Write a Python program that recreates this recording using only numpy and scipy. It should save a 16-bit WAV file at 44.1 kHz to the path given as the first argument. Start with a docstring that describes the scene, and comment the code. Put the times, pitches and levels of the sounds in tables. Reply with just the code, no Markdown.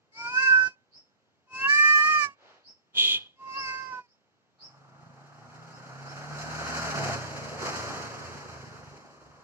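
"""A cat close by meows three times on a tiled verandah; between the calls come one harsh squeak,
from uneven pulses in a throat resonance, and the rising chirps of a small bird, gliding whistles.
Then a single-cylinder motorbike, firing orders and pulsing noise, pulls away, passes outside and fades.
Each meow is harmonics under a moving mouth resonance with a raspy edge.
Two spaced microphone ports hear it; a noise suppressor lowers the outdoor background when all is quiet."""
import sys
import numpy as np
from scipy import signal
from scipy.fft import rfft, irfft, next_fast_len
from scipy.io import wavfile
from scipy.ndimage import uniform_filter1d

SR = 44100
rng = np.random.default_rng(int(sys.argv[2]) if len(sys.argv) > 2 else 0)


def transcribe(u):
    """Save the signal u as a 16-bit wav file named by the first command-line argument.

    u: samples, shape (n,) or (channels, n), limited to [-1, 1]; the rate is SR.
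    q: integer samples, one column per channel.
    """
    v = np.clip(np.atleast_2d(u).T, -1, 1)
    q = np.round(v * 32767).astype(np.int16)
    wavfile.write(sys.argv[1], SR, q)


N = 415863
TIME = np.arange(N) / SR

# outdoor background, spectrum: (frequency [Hz], level [dB])
OUTDOORS = [(25, -20.5), (55, -19.5), (90, 4.5), (140, 5), (400, 3), (1500, -3), (3500, -9.5), (7700, -16),
            (8500, -40), (15000, -33.5)]

# microphone ports, phase by which the left leads: (frequency [Hz], lead [rad])
PORT_PHASE = [(100, .5), (700, .44), (1150, -1.4), (1550, -1.5), (1850, -2.7), (2400, -2), (2900, -1.5),
              (3600, -3)]
# likeness of diffuse sound at the two ports: (frequency [Hz], likeness [0-1])
LIKENESS = [(150, 0.28), (700, 0.99), (1400, 0.38), (2500, .58), (3550, 1), (4200, .07)]
# response of the right port: (frequency [Hz], gain [dB])
RIGHT_PORT = [(100, 1.46), (2800, 0), (4500, 2), (6200, 0.5), (7700, -5.5), (8300, -17.5), (10500, -10.5)]
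CUTOFF_HZ = 15650

# bird chirps: (start [s], level [dB])
CHIRPS = [(.115, -51), (.9, -53), (1.86, -49), (2.62, -52), (3.53, -39), (4.045, -70), (4.575, -48),
          (5.68, -60), (6.025, -53), (6.73, -47)]
# a soft rustle as the cat licks its lips and shifts:
# (start [s], attack [s], hold [s], release [s], level [dB])
RUSTLE = (2.32, .15, .02, .25, -57)
# the squeak: (start [s], attack [s], hold [s], release [s], level [dB], sag [dB/s])
SQUEAK = (2.93, .065, .145, .045, -20.3, 28)
# throat during the squeak: (frequency [Hz], gain [dB])
SQUEAK_THROAT = [(150, -66), (330, -37), (410, -25.5), (520, -41.5), (1900, -39.5), (2080, -22),
                 (2250, -28), (2500, -5), (2700, -25), (2950, -9), (3300, 5), (3700, -8), (5300, -27.5),
                 (7100, -20), (8300, -35), (15000, -46)]

# engine speed: (time [s], firing rate [1/s])
ENGINE = [(4.54, 27), (5.1, 27.3), (5.8, 32.3), (6.35, 37), (6.75, 39.3), (6.9, 38.5), (7.0, 35.6),
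          (7.38, 28.2), (8.0, 29.3), (8.5, 28.3), (8.9, 23.5)]
# spectrum of the engine and road noise: (frequency [Hz], level [dB])
ROAR_COLOUR = [(60, 17), (130, -4), (240, -1.5), (330, -6), (950, 1), (1350, 4), (2000, -7.5), (3100, -17),
               (3580, -27), (4050, -14), (7600, -17), (8300, -29), (9400, -28.5), (15500, -45)]
# resonance of the silencer: (frequency [Hz], gain [dB])
PIPE = [(70, -21), (115, -6.5), (138, 6), (158, 3.5), (185, -24), (235, -5), (300, -35)]
# the engine's whine, which sinks as the bike goes by: (time [s], frequency [Hz], level [dB])
WHINE = [(5.2, 1280, -66), (6.8, 1540, -41.5), (7.1, 1400, -46), (7.25, 1260, -54), (7.59, 1200, -53),
         (7.65, 1170, -41), (8.7, 1100, -62)]
# the engine's hollow growl, sinking likewise: (time [s], frequency [Hz], level [dB])
GROWL = [(4.7, 800, -70), (6.92, 730, -48), (7.1, 680, -36), (7.19, 620, -50), (7.58, 510, -47),
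         (7.635, 450, -38), (7.72, 420, -47), (9.2, 450, -68)]
# what the rider does, in order: pulling hard, top revs, throttle snapping shut with a blare,
# coasting, next gear, easing off far away:
# (start [s], length [s], change of rumble [dB], of clatter [dB], of hiss [dB], of pipe note [dB])
GEAR_CHANGES = [(5.9, .55, 0, .5, 0, 4.5), (6.55, .37, 1.5, 3.5, 2, -2), (6.95, .21, 4, 1.5, 1, 7.5),
                (7.19, .42, -5, -7, -7, -2), (7.62, .48, 2, 1.5, 1.5, -2), (9.0, .6, -1, -3.5, -1, -9)]
THROTTLE_S = .09
# knocks as the bike crosses bumps: (time [s], level [dB], brightness [0-1])
BUMPS = [(6.383, -44, 1), (6.764, -34, .5), (7.618, -32, .4), (7.755, -39, .9)]
# the bike is nearest at PASS_S; the other two set how fast its distance shrinks before and grows after
PASS_S, APPROACH_S, LEAVE_S = 7.2, 1.0, 1.17

# gesture of each meow; the mouth resonance rises as the jaw opens:
# (time [s], pitch [Hz], effort [dB], mouth resonance [Hz], treble [dB])
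FIRST_MEOW = [(0.11, 422.0, -86.0, 1054.0, -75.0), (0.195, 465.0, -43.0, 1179.0, -52.0),
              (0.275, 475.0, -34.0, 1316.0, -48.0), (0.315, 500.0, -40.0, 1291.0, -51.0),
              (0.343, 500.0, -30.0, 1348.0, -46.0), (0.376, 515.0, -34.0, 1504.0, -41.0),
              (0.414, 527.0, -29.0, 1460.0, -41.0), (0.436, 524.0, -28.0, 1481.0, -36.0),
              (0.455, 531.0, -29.0, 1491.0, -41.0), (0.476, 524.0, -28.0, 1505.0, -39.0),
              (0.556, 512.0, -33.0, 1526.0, -47.0), (0.673, 509.0, -42.0, 1510.0, -46.0),
              (0.695, 514.0, -54.0, 1452.0, -57.0), (0.761, 508.0, -73.0, 1373.0, -79.0)]
SECOND_MEOW = [(1.458, 513.0, -78.0, 1124.0, -91.0), (1.553, 517.0, -43.0, 1186.0, -51.0),
               (1.612, 533.0, -34.0, 1436.0, -47.0), (1.667, 550.0, -21.0, 1444.0, -52.0),
               (1.7, 576.0, -27.0, 1645.0, -36.0), (1.767, 593.0, -24.0, 1676.0, -38.0),
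               (1.85, 600.0, -18.0, 1671.0, -38.0), (2.014, 602.0, -18.0, 1638.0, -40.0),
               (2.1, 615.0, -16.0, 1513.0, -40.0), (2.166, 607.0, -20.0, 1357.0, -41.0),
               (2.249, 576.0, -20.0, 1451.0, -36.0), (2.294, 560.0, -44.0, 1253.0, -67.0),
               (2.36, 561.0, -77.0, 1238.0, -76.0)]
THIRD_MEOW = [(3.351, 529.0, -103.0, 1107.0, -79.0), (3.409, 534.0, -69.0, 1054.0, -76.0),
              (3.538, 529.0, -54.0, 1124.0, -49.0), (3.573, 547.0, -32.0, 1235.0, -56.0),
              (3.641, 530.0, -38.0, 1241.0, -46.0), (3.684, 522.0, -33.0, 1319.0, -43.0),
              (3.798, 526.0, -35.0, 1278.0, -51.0), (3.901, 517.0, -40.0, 1149.0, -57.0),
              (3.937, 506.0, -34.0, 1257.0, -60.0), (3.991, 501.0, -39.0, 1155.0, -66.0),
              (4.025, 495.0, -64.0, 1125.0, -74.0), (4.08, 473.0, -76.0, 1106.0, -76.0)]
# the meows: (gesture, left-right lean of harmonics 2 to 5 [dB], lift of harmonics 4 and 5 [dB],
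# left port's fade [s], centre of the nasal trough [Hz], nasal ring [dB], rasp [dB])
MEOWS = [(FIRST_MEOW, (0, -6.5, 3, 6.5), (6, 4), .65, 1964, 10, -7), (SECOND_MEOW, (.4, -5.3, -2.3, 3.8),
         (6, 8), 2.25, 1984, 3, -6), (THIRD_MEOW, (-2.7, -12, -.7, 1.8), (4.2, -1.6), 3.86, 1762, 15, -8)]
# throat of the meows: (frequency [Hz], gain [dB])
THROAT = [(900, -7), (1550, -12), (1820, -9), (2400, 5), (2650, 2), (2740, 19), (2830, -19), (3050, -16)]
MOUTH_DB, MOUTH_HALF_WIDTH_HZ = 29.8, 95
TROUGH_DB, TROUGH_HALF_WIDTH_HZ = 17, 125
# bright edge of the voice, above the fifth harmonic: (frequency [Hz], level [dB])
EDGE = [(3150, -4), (3650, -18), (4200, 1), (4800, 3), (6000, 0), (7200, -2), (7750, 0), (8400, -27),
        (9100, -8), (9800, -11), (10600, -31), (15000, -33)]
# share of the nasal ring that lifts the bright edge: (frequency [Hz], share [0-1])
NASAL = [(3700, 0), (4250, .2), (4720, 1), (5600, .75), (6300, .3), (6800, .1)]
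# late in each call a wall reflection briefly cancels it at the left port
NULL_DB, NULL_S = 14, .05


def from_db(db):
    """Decibels to gain."""
    return 10 ** (np.asarray(db) / 20)


def rms_one(x):
    """Scale to unit power."""
    return x / np.sqrt(np.mean(x ** 2) + 1e-20)


def in_time(rows, t=TIME):
    """The columns of a curve table at the times t."""
    s, *columns = np.transpose(rows)
    return [np.interp(t, s, c) for c in columns]


def at_hz(points, hz):
    """Read a spectrum on a log-frequency axis."""
    f, value = np.transpose(points)
    return np.interp(np.log(hz), np.log(f), value)


def span(rows):
    """The samples that a curve table covers."""
    return slice(int(rows[0][0] * SR), int(rows[-1][0] * SR))


def swell(start, attack, hold, release, drop_db):
    """The samples that a short sound covers, and its rounded rise, hold and fall in dB."""
    part = slice(int(start * SR), int((start + attack + hold + release) * SR))
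    corners = np.cumsum([0, attack, hold, release])
    away = np.interp(TIME[part] - start, corners, [1, 0, 0, 1])
    return part, -drop_db * away ** 2


def filtered(x, response):
    """Apply a frequency response, given as a function of Hz."""
    n = x.shape[-1]
    size = next_fast_len(n + 2048, True)
    hz = np.maximum(np.arange(size // 2 + 1) * SR / size, 1)
    return irfft(rfft(x, size) * response(hz), size)[..., :n]


def drift(rate, n):
    """Smooth chance of spread 1 that changes about rate times a second, drawn at every 16th sample."""
    coarse = rng.standard_normal(n // 16 + 2)
    slow = filtered(coarse, lambda hz: 1 / (1 + (hz / 16 / rate) ** 4))
    return np.interp(np.arange(n) / 16, np.arange(len(slow)), rms_one(slow))


def diffuse(colour, n=N, low_hz=1, high_hz=SR):
    """Coloured noise from all around, as alike at the two ports as LIKENESS says; rms 1."""
    def port_pair(hz):
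        alike = np.clip(at_hz(LIKENESS, hz), 0, .99)
        band = ((1 + (low_hz / hz) ** 8) * (1 + (hz / high_hz) ** 8)) ** -.5
        return np.sqrt([1 + alike, 1 - alike]) * band * from_db(at_hz(colour, hz))
    mid, side = filtered(rng.standard_normal((2, n)), port_pair)
    return rms_one(np.array([mid + side, mid - side]))


def background(sound, open_db=-51, open_at_db=-30, slope=0.63, depth_db=21):
    """The suppressor lets the outdoor rush through as far as the sound is loud."""
    power = uniform_filter1d(np.mean(sound ** 2, axis=0), int(0.018 * SR))
    level = 10 * np.log10(np.maximum(power, 1e-12))
    closing_db = np.clip(slope * (level - open_at_db), -depth_db, 0)
    return from_db(open_db + closing_db) * diffuse(OUTDOORS)


def verandah(x, t60):
    """A thin, dying scatter from tiles, wall and railings."""
    age = TIME[:int(t60 * SR)]
    scatter = diffuse([(100, 5.5), (5000, -1), (12000, -16.5)], len(age))
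    tail = scatter * from_db(-60 * age / t60) * (age > .008)
    return signal.fftconvolve(x, tail / np.sqrt(np.sum(tail ** 2) / 2), axes=1)[:, :N]


def walls(x, echo=0.15, count=9):
    """Near walls and the floor return a few fast echoes, which comb the spectrum into fixed streaks."""
    out = x.copy()
    for lag in (rng.uniform(.004, .03, count) * SR).astype(int):
        out[:, lag:] += echo * rng.choice([-1, 1]) * x[:, :-lag]
    return out / np.sqrt(1 + count * echo ** 2)


def bird(buzz_hz=135, buzz=.012, waver=.035, headroom_hz=140, length=.135, first_hz=4400, last_hz=5350):
    """Whistles glide up, rough then purer, and reach the two ports by different paths."""
    out = np.zeros((2, N))
    for start, db in CHIRPS:
        at, n = int(start * SR), int(length * SR)
        progress = np.linspace(0, 1, n)
        rise = np.sin(np.pi / 2 * np.clip((progress - .12) / .5, 0, 1)) ** 2
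        glide = first_hz + (last_hz - first_hz) * rise
        rough = np.linspace(2, .3, n)
        trill = np.sin(2 * np.pi * np.cumsum(buzz_hz * (1 + drift(20, n) / 10)) / SR)
        envelope = from_db(db) * np.sin(np.pi * progress ** 1.15) ** 2 * (1 + 0.25 * trill)
        for port in out:
            pitch = glide * (1 + rough * (buzz * trill + waver * drift(500, n)))
            pitch = np.minimum(pitch, glide.max() + headroom_hz)
            port[at:at + n] += envelope * np.sqrt(2) * np.sin(2 * np.pi * np.cumsum(pitch) / SR)
    return out


def rustle():
    """A soft swell of noise from fur and lips."""
    *timing, level_db = RUSTLE
    part, shape_db = swell(*timing, drop_db=36)
    out = np.zeros((2, N))
    noise = diffuse(OUTDOORS, len(shape_db), low_hz=434, high_hz=5500)
    out[:, part] = from_db(level_db + shape_db) * noise
    return out


def squeak(pitch_hz=410, jitter=.06, air_db=-2, flutter_db=1.0):
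    """Very uneven pulses and pulsing air drive a narrow high throat resonance."""
    *timing, level_db, sag = SQUEAK
    part, shape_db = swell(*timing, drop_db=52)
    n = len(shape_db)
    since_attack = np.maximum(np.arange(n) / SR - timing[1], 0)
    level = level_db + shape_db - sag * since_attack
    cycles = np.cumsum(pitch_hz * (1 + jitter * drift(250, n))) / SR
    pulses = np.diff(np.floor(cycles), prepend=0)  # one click a cycle
    voiced = rms_one(filtered(pulses, lambda hz: from_db(at_hz(SQUEAK_THROAT, hz))))
    air = diffuse(SQUEAK_THROAT, n) * (1 + 0.29 * np.cos(2 * np.pi * cycles))
    out = np.zeros((2, N))
    out[:, part] = from_db(level + flutter_db * drift(130, n)) * rms_one(voiced + from_db(air_db) * air)
    return out


def passing(nearest_db, falloff_db):
    """Level of a part of the bike in dB: it drops by falloff_db for a tenfold distance."""
    pace_s = np.where(TIME < PASS_S, APPROACH_S, LEAVE_S)
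    distance = np.hypot(1, (TIME - PASS_S) / pace_s)  # 1 at the nearest point
    return nearest_db - falloff_db * np.log10(distance)


def throttle():
    """What the gear changes add to rumble, clatter, hiss and pipe note, in dB."""
    total = 0
    for start, length, *change_db in GEAR_CHANGES:
        to_edge = np.minimum(TIME - start, start + length - TIME)
        total = total + np.outer(change_db, np.clip(to_edge / THROTTLE_S + .5, 0, 1))
    return total


def exhaust(phase, firing, throttle_db, fade_db=3.0, wander=0.3, turn_s=6.82, waver_db=2.2,
            behind_tilt_db=8.0):
    """Orders of the firing rate slide through the silencer's resonance, fading unevenly among houses."""
    # as the bike draws level, the open pipe turns to the verandah and its low orders take over
    behind = np.clip((TIME - turn_s) / 0.15, 0, 1)
    orders = range(3, 10)
    gains = []
    for k in orders:
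        tilt_db = behind_tilt_db * behind * min(k, 5)
        gains.append(from_db(at_hz(PIPE, k * firing) - tilt_db + fade_db * drift(6.05, N)))
    gains = np.array(gains)
    gains /= np.sqrt(np.sum(gains ** 2, axis=0))
    pipe = sum(gain * np.sin(k * phase + wander * drift(12, N)) for k, gain in zip(orders, gains))
    pipe_level_db = passing(nearest_db=-43, falloff_db=44) + throttle_db
    note = from_db(pipe_level_db + waver_db * drift(5, N)) * pipe
    # the deep boom at twice the firing rate radiates only at high revs
    radiated_db = at_hz([(57, -36), (69, -20), (77, 0)], 2 * firing)
    boom = from_db(passing(nearest_db=-48, falloff_db=40) + radiated_db) * np.sin(2 * phase)
    return np.sqrt(2) * (note + boom)


def resonance(curve, half_width_hz, apart):
    """Engine noise rings in one narrow, moving resonance; apart is how much the two ports differ."""
    hz, db = in_time(curve)
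    carrier = np.exp(2j * np.pi * np.cumsum(hz) / SR)
    mid, side = [np.real(carrier * (drift(half_width_hz, N) + 1j * drift(half_width_hz, N)))
                 for _ in range(2)]
    return from_db(db) * rms_one(mid + apart * side * [[1], [-1]])


def motorbike(throb=0.12, flicker_db=1.55):
    """Firing drives exhaust orders and puffs in the noise; treble fades fastest with distance."""
    firing, = in_time(ENGINE)
    phase = 2 * np.pi * np.cumsum(firing * (1 + .008 * drift(8, N))) / SR
    *roar_db, pipe_db = throttle()
    rumble_db, clatter_db, hiss_db = [db + flicker_db * drift(32, N) for db in roar_db]
    rumble = diffuse(ROAR_COLOUR, low_hz=166, high_hz=740)
    roar = from_db(passing(nearest_db=-39.5, falloff_db=64) + rumble_db) * rumble
    clatter = diffuse(ROAR_COLOUR, low_hz=780, high_hz=2300)
    roar += from_db(passing(nearest_db=-39, falloff_db=66) + clatter_db) * clatter
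    # the engine's clatter carries forwards, so it is heard from afar on the approach
    ahead = np.clip(PASS_S - TIME, 0, 1)
    forward = diffuse(ROAR_COLOUR, low_hz=800, high_hz=890)
    roar += ahead * from_db(passing(nearest_db=-53, falloff_db=32)) * forward
    rings = resonance(WHINE, half_width_hz=150, apart=.5) + resonance(GROWL, half_width_hz=110, apart=.2)
    hiss = from_db(passing(nearest_db=-37.5, falloff_db=84) + hiss_db) * diffuse(ROAR_COLOUR, low_hz=2000)
    puffs = 1 + throb * np.cos(phase)
    running = np.clip((TIME - ENGINE[0][0]) / 0.16, 0, 1)
    return running * (exhaust(phase, firing, pipe_db) + walls(puffs * roar + hiss) + puffs * rings)


def bumps(t60=0.42, rise_s=0.002):
    """Loose parts of the bike rattle briefly after each jolt: decaying noise, dull to bright."""
    dull = diffuse(ROAR_COLOUR, low_hz=201, high_hz=2050)
    bright = diffuse(ROAR_COLOUR, low_hz=3300)
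    out = np.zeros((2, N))
    for s, db, brightness in BUMPS:
        part = slice(int(s * SR), int((s + t60) * SR))
        age = TIME[part] - TIME[part][0]
        envelope = from_db(db - 60 * age / t60) * (1 - np.exp(-age / rise_s))
        out[:, part] += envelope * ((1 - brightness) * dull[:, part] + brightness * bright[:, part])
    return out


def tract(hz, mouth_hz, trough_hz):
    """Gain in dB of the throat, the mouth resonance and the trough that the nose cuts."""
    mouth = MOUTH_DB / (1 + ((hz - mouth_hz) / MOUTH_HALF_WIDTH_HZ) ** 2)
    trough = TROUGH_DB / (1 + np.abs((hz - trough_hz) / TROUGH_HALF_WIDTH_HZ) ** 10)
    return at_hz(THROAT, hz) + mouth - trough


def edge(pitch, phase, nasal_db, rasp_db, flicker=.5, halfway_db=-12):
    """Upper harmonics, weaker lines between and pulsing rasp ring in the nose, mixed per port; rms 1."""
    n = len(pitch)
    colour = [(hz, at_hz(EDGE, hz) + nasal_db * at_hz(NASAL, hz)) for hz in np.geomspace(3000, 15000, 100)]
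    upper = np.zeros((2, n))
    for k in range(6, 22):
        for port in upper:
            gain = from_db(at_hz(colour, k * pitch)) * (1 + flicker * drift(22, n))
            port += gain * np.sin(k * phase + 0.8 * drift(9.2, n) + .2 * drift(150, n))
        between = from_db(at_hz(colour, (k + .5) * pitch) + halfway_db) * drift(60, n)
        upper += between * np.sin((k + .5) * phase)
    rasp = diffuse(colour, n, low_hz=3400) * (1 + .7 * np.cos(phase))
    return rms_one(rms_one(upper) + from_db(rasp_db) * rasp)


def meow(gesture, leans_db, lifts_db, fade_s, trough_hz, nasal_db, rasp_db, jitter=0.003,
         shimmer_db=.9, sway_db=1.8, fundamental_db=-33, flutter_db=1.8):
    """Clean harmonics pass the moving mouth resonance under a raspy edge; the upper ones flutter."""
    t = TIME[span(gesture)]
    n = len(t)
    pitch, effort_db, mouth_hz, treble_db = in_time(gesture, t)
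    left_fade = from_db(-NULL_DB * np.exp(-((t - fade_s) / NULL_S) ** 2))
    phase = 2 * np.pi * np.cumsum(pitch * (1 + jitter * drift(130, n))) / SR
    voice, strong = np.zeros((2, n)), []
    # effort drives harmonics 2 and 3, treble drives 4 and 5
    drives_db = [effort_db] * 2 + [treble_db + db + flutter_db * drift(36, n) for db in lifts_db]
    for k, (lean_db, drive_db) in enumerate(zip(leans_db, drives_db), start=2):
        gain_db = drive_db + tract(k * pitch, mouth_hz, trough_hz)
        strong.append(from_db(gain_db + shimmer_db * drift(27, n)))
        # gliding through the wall reflections, each harmonic sways between the ports
        ratio = from_db(lean_db + sway_db * drift(7, n))
        ports = np.array([left_fade * ratio ** .5, ratio ** -.5])
        voice += strong[-1] * ports * np.sin(k * phase + 0.22 * drift(3.4, n) * [[1], [-1]])
    voice += from_db(fundamental_db) * strong[0] * np.sin(phase)
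    bright = from_db(treble_db) * edge(pitch, phase, nasal_db, rasp_db)
    out = np.zeros((2, N))
    out[:, span(gesture)] = (np.sqrt(2) * voice + bright) * signal.windows.tukey(n, .06)
    return out


def scene():
    """The cat close by, the bird and the road beyond the railings."""
    cat = sum(meow(*row) for row in MEOWS)
    harsh, chirps = walls(squeak(), echo=0.16), bird()
    wet = verandah(from_db(-37) * cat, t60=0.33)
    wet += verandah(from_db(-18) * harsh + from_db(-12.5) * chirps, t60=0.32)
    sound = cat + harsh + chirps + wet + rustle() + motorbike() + bumps()
    return sound + background(sound)


def record(dry):
    """The left port is shifted in phase, the right port is dull in the treble, and the top is cut."""
    def ports(hz):
        return np.array([np.exp(1j * at_hz(PORT_PHASE, hz)), from_db(at_hz(RIGHT_PORT, hz))])
    heard = filtered(dry, ports)
    return signal.sosfilt(signal.ellip(10, .2, 80, CUTOFF_HZ, fs=SR, output="sos"), heard)


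dry = scene()
out = record(dry)
transcribe(out)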